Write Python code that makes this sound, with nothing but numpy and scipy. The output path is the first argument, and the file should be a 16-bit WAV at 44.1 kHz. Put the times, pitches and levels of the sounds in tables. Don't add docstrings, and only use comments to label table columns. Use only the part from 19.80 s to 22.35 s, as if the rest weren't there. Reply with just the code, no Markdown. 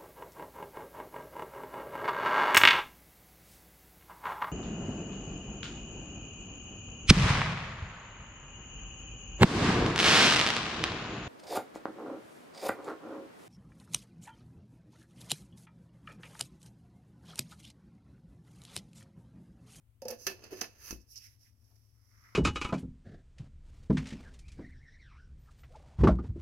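import sys
import numpy as np
from scipy import signal
from scipy.fft import rfft, irfft, next_fast_len
from scipy.io import wavfile

SR = 44100
rng = np.random.default_rng(int(sys.argv[2]) if len(sys.argv) > 2 else 0)


def int16_out(signal):
    q = np.round(np.clip(np.atleast_2d(signal).T, -1, 1) * 32767)
    wavfile.write(sys.argv[1], SR, q.astype(np.int16))


N = 112454

# frequency in Hz, relative level in dB, T60 in seconds.
WALL_MODES = [(1753, -2, .12), (2603, -2, .13), (2666, -4, .13), (2755, -6, .1), (2972, -4, .09),
              (3555, -14, .11), (4190, -8, .1), (4410, -8, .08), (5030, -6, .08), (6086, -1, .07),
              (6195, 3, .07), (6352, -3, .07), (9700, -13, .08), (12300, -10, .07)]
# frequency in Hz, gain in dB.
METAL_SPECTRUM = [(200, -4), (400, 4), (800, -5), (1400, 0.5), (2100, -0.5), (2650, -1), (3250, -9),
                  (3850, -10), (4400, 0.5), (5100, 9.5), (6200, 5), (7000, -3.5), (8300, -11), (9700, 0.5),
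                  (12300, 5), (15500, -5)]


def undb(db):
    return 10 ** (np.asarray(db) / 20)


def unit(x):
    return x / np.sqrt(np.mean(x ** 2))


def since(start):
    return np.maximum(np.arange(N) / SR - start, 0)


def band(x, lo, hi):
    return signal.sosfilt(signal.butter(3, [lo, min(hi, SR * .49)], "band", fs=SR, output="sos"), x)


def colour(x, points, power=1):
    size = next_fast_len(2 * N) * 2
    hz, db = np.array(points, float).T
    gain_db = np.interp(np.log(np.arange(size // 2 + 1) * SR / size + 1), np.log(hz), db) * power
    cepstrum = irfft(gain_db * np.log(10) / 20)
    cepstrum[1:size // 2] *= 2
    cepstrum[size // 2 + 1:] = 0
    return irfft(rfft(x, size) * np.exp(rfft(cepstrum)))[..., :N]


def noise():
    mid, side = rfft(rng.standard_normal((2, N)))
    hz = np.arange(len(mid)) * SR / N
    coherence = 1 / (1 + (hz / 656) ** 2)
    spectra = mid * np.sqrt(1 + coherence) + side * np.sqrt(1 - coherence) * np.array([[1], [-1]])
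    return irfft(spectra, N) / np.sqrt(2)


def wander(rate):
    return unit(np.interp(since(0) * rate, np.arange(N), rng.standard_normal(N)))


def ring(age, hz, t60):
    return np.sin(2 * np.pi * hz * age) * np.exp(-np.log(1000) * age / t60)


def resonate(x, hz, width_hz):
    return signal.lfilter(*signal.iirpeak(hz, hz / width_hz, fs=SR), x)


def textures(spectrum):
    band_edges = [(180, 900), (900, 3900), (4100, 7500), (8800, 16500)]
    dense = colour(noise(), spectrum)
    return np.array([unit(band(dense, lo, hi)) for lo, hi in band_edges])


def friction(strokes, spectrum, roughness):
    bands, t = textures(spectrum), since(0)
    power = np.zeros((len(bands), N))
    for peak, rise, fall, *db in strokes:
        swell = np.exp(-((t - peak) / np.where(t < peak, rise, fall)) ** 2)
        power += undb(db)[:, None] ** 2 * swell
    slips = unit(np.exp(roughness * (wander(rate=980) + .5 * wander(rate=120))))
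    return slips * np.einsum("bcn,bn->cn", bands, np.sqrt(power))


def from_left(x):
    delay_s = .00015
    left, right = x * np.ones((2, 1))
    return np.array([left, np.pad(right, (int(delay_s * SR), 0))[:N]])


def background():
    # frequency in Hz, relative spectral density in dB.
    rumble_spectrum = [(20, -1), (45, -4.5), (60, 8), (110, 6.5), (160, -16), (230, -7.5), (400, -21.5),
                       (1000, -31.5), (3000, -30), (8000, -48)]
    hum = sum(undb(db) * np.sqrt(2) * np.sin(2 * np.pi * hz * since(0) + .5 * wander(rate=4.4))
              for hz, db in [(59, -81.5), (109, -71)])
    return undb(-67.5) * unit(colour(noise(), rumble_spectrum)) + hum


def reverberation(x):
    # lower and upper band edge in Hz, T60 in seconds.
    decay_times = [(150, 900, .24), (885, 3200, 0.18), (3750, 8500, 0.2), (8600, 23500, 0.17)]
    room_db, build_s = -8.5, .0046
    t, field = since(0), noise()
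    tail = sum(band(field, lo, hi) * np.exp(-np.log(1000) * t / t60) for lo, hi, t60 in decay_times)
    tail *= 1 - np.exp(-t / build_s)
    return undb(room_db) * signal.fftconvolve(x, unit(tail) / np.sqrt(N), axes=1)[:, :N]


def glove_slide():
    # time in seconds, level in dB.
    envelope = [(2.148, -87), (2.29, -81.5), (2.35, -74), (2.41, -71.5), (2.46, -62.5), (2.5, -65.5),
                (2.55, -66)]
    # frequency in Hz, gain in dB.
    spectrum = [(400, -25.5), (850, -17.5), (1250, -1), (1650, -8), (2050, 0), (2600, -20), (3500, -29.5),
                (8000, -36.5)]
    level = undb(np.interp(since(0), *np.array(envelope).T, left=-140))
    return level * unit(colour(noise(), spectrum) * np.exp(.2 * wander(rate=300)))


def glove_grip():
    # peak time, rise and fall in seconds, four relative band levels in dB.
    rubs = [(1.21, .008, 0.015, -106, -101, -63.5, -70), (1.32, 0.023, 0.059, -102, -81, -55.5, -57),
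            (1.361, 0.0035, 0.015, -95, -65.5, -42, -56), (1.376, 0.0044, 0.0096, -67.5, -63, -44.5, -55.5),
            (1.45, 0.036, 0.029, -96, -64, -54, -60), (1.52, 0.036, 0.032, -86, -71, -66.5, -69),
            (1.625, 0.023, 0.045, -81.5, -77, -63.5, -69), (1.67, 0.024, 0.022, -92.5, -72.5, -71.5, -72),
            (1.846, .005, 0.012, -83.5, -86.5, -67, -73), (1.915, 0.074, 0.077, -80, -80.5, -75.5, -77),
            (1.959, 0.0025, .007, -92, -75, -66, -76), (2.05, 0.26, 0.11, -93.5, -86.5, -75, -77.5),
            (2.3, 0.11, 0.081, -83, -91.5, -72.5, -76), (2.47, 0.11, 0.11, -107, -76, -66.5, -73)]
    # frequency in Hz, gain in dB.
    rubber_spectrum = [(200, -12.5), (800, -19.5), (1200, -9), (1700, 4), (2050, 3.5), (2650, 2),
                       (3100, -3), (3700, -3.5), (4600, 2), (5400, 15), (6500, 2), (8300, -11.5),
                       (10000, -1), (12300, 1.5), (15500, -11.5)]
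    # peak time and half length in seconds, pitch in Hz, level in dB.
    creaks = [(1.361, 0.029, 2700, -69), (1.42, 0.048, 2610, -70), (1.459, 0.02, 2110, -65),
              (1.67, .018, 1960, -72.5), (1.921, 0.015, 768, -79)]
    rub_db, width_hz = -5, 550
    out = undb(rub_db) * friction(rubs, rubber_spectrum, roughness=.16)
    for peak, half_length, hz, db in creaks:
        rasp = unit(resonate(resonate(noise(), hz, width_hz), hz, width_hz))
        out += undb(db) * np.exp(-((since(0) - peak) / half_length) ** 2) * rasp
    return out


def seating_thud():
    # start in seconds, level in dB.
    bumps = [(1.108, -46.5), (1.1273, -41), (1.142, -74), (1.162, -53)]
    # frequency in Hz, relative level in dB, T60 in seconds.
    seat_modes = [(59, -4, 0.28), (116, -6, 0.097), (204, -2, 0.053), (267, 4, 0.049), (325.6, 0, 0.089),
                  (435, -6, 0.034)]
    contact_s = .00069
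    out = np.zeros(N)
    for start, db in bumps:
        age = since(start)
        thud = sum(undb(mode_db) * ring(age, hz, t60) for hz, mode_db, t60 in seat_modes)
        out += undb(db) * (1 - np.exp(-age / contact_s)) * thud
    return out


def rim_scrapes():
    # peak time, rise and fall in seconds, four relative band levels in dB.
    strokes = [(.325, 0.035, 0.019, -50, -53, -56.5, -67), (.415, 0.023, 0.028, -61, -65.5, -56, -58),
               (.45, 0.029, 0.023, -67, -65.5, -52.5, -56), (.51, 0.024, 0.016, -49.5, -48, -55, -55.5),
               (.6, 0.057, 0.13, -62, -64.5, -66.5, -74), (.645, .01, 0.025, -54.5, -55, -58.5, -65),
               (.725, 0.012, 0.02, -45.5, -51.5, -53, -56), (.78, 0.024, 0.054, -59, -57, -55, -59),
               (.845, 0.032, 0.0086, -49.5, -48, -60, -65), (.93, 0.058, 0.18, -70, -68, -69, -72.5),
               (1.05, 0.037, 0.049, -72.5, -59, -55.5, -56), (1.1, 0.037, 0.027, -62.5, -53, -50.5, -50)]
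    drag_db, resonance_db = -4, 10
    drag = undb(drag_db) * friction(strokes, METAL_SPECTRUM, roughness=.23)
    singing = sum(undb(db) * resonate(drag, hz, width_hz=30) for hz, db, _ in WALL_MODES)
    return drag + undb(resonance_db) * singing


def hollow_knocks():
    # start in seconds, settled pitch in Hz, level in dB.
    knocks = [(0.2196, 529, -35.5), (.2535, 496, -29.5), (.282, 540, -36), (.300, 491.3, -33),
              (.3215, 486, -34), (.468, 388.5, -33), (.511, 361, -40.5), (.719, 417, -41.5),
              (0.7258, 367, -34.5), (.812, 455, -41)]
    # ratio to the pitch, relative level in dB.
    air_modes = [(1, -2), (1.39, -16), (1.68, -19.5), (.47, -18)]
    attack_s, t60_s = .003, .095
    sharp_fraction, settle_s = .033, .016
    out = np.zeros(N)
    for start, hz, db in knocks:
        age = since(start)
        warped_age = age + sharp_fraction * settle_s * (1 - np.exp(-age / settle_s))
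        note = sum(undb(mode_db) * ring(warped_age, hz * ratio, t60_s) for ratio, mode_db in air_modes)
        out += undb(db) * np.sqrt(2) * (1 - np.exp(-age / attack_s)) * note
    return out


def rim_clicks():
    # start in seconds, four relative band levels in dB.
    contacts = [(.219, -55.5, -54.5, -45.5, -50.5), (.253, -46, -55.5, -45.5, -59),
                (.283, -56.5, -48, -36, -37), (0.304, -74, -49.5, -43, -48), (.309, -57.5, -49, -42, -42),
                (0.4673, -33, -27, -23, -31), (0.4719, -58, -33.5, -44, -41), (0.639, -58, -71, -46, -64),
                (0.8102, -45, -47.5, -35, -41.5), (0.8131, -33.5, -37, -30.5, -42),
                (0.8158, -66, -37, -53, -43), (1.108, -45, -41.5, -34, -41)]
    crack_db, crack_decay_s, wall_db = -2.5, .0058, -12
    bands = textures(METAL_SPECTRUM)
    envelopes, impulses = np.zeros((len(bands), N)), np.zeros(N)
    for start, *db in contacts:
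        age = since(start)
        envelopes += undb(db)[:, None] * (age > 0) * np.exp(-age / crack_decay_s)
        impulses[int(start * SR)] = undb(db[1])
    cracks = undb(crack_db) * np.einsum("bcn,bn->cn", bands, envelopes)
    wall_response = sum(undb(db + wall_db) * ring(since(0), hz, t60) for hz, db, t60 in WALL_MODES)
    return cracks + signal.fftconvolve(impulses, wall_response)[:N]


def scene():
    surface = rim_clicks() + rim_scrapes() + glove_grip() + glove_slide()
    hollow = from_left(hollow_knocks() + seating_thud())
    return surface + hollow + reverberation(surface + undb(-1.5) * hollow) + from_left(background())


def record(dry):
    # frequency in Hz, left minus right in dB.
    port_difference = [(60, 8), (110, 9), (220, 3), (450, -2), (1300, 1.5), (2600, -3.5), (3800, 3),
                       (4600, -11), (5500, -10), (6200, -14.5), (6900, 2.5), (7900, 0), (9500, 2),
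                       (11000, -5), (13000, -10), (15000, 6)]
    # frequency in Hz, relative spectral density in dB.
    hiss_spectrum = [(1000, 1), (4000, -17), (8300, -3), (12000, -2), (16000, -4)]
    hiss_db, cutoff_hz = -82.5, 16100
    heard = np.array([colour(dry[0], port_difference, 1 / 2), colour(dry[1], port_difference, -1 / 2)])
    heard += undb(hiss_db) * unit(colour(noise(), hiss_spectrum))
    return signal.sosfilt(signal.ellip(10, .2, 70, cutoff_hz, fs=SR, output="sos"), heard)


dry = scene()
out = record(dry)
int16_out(out)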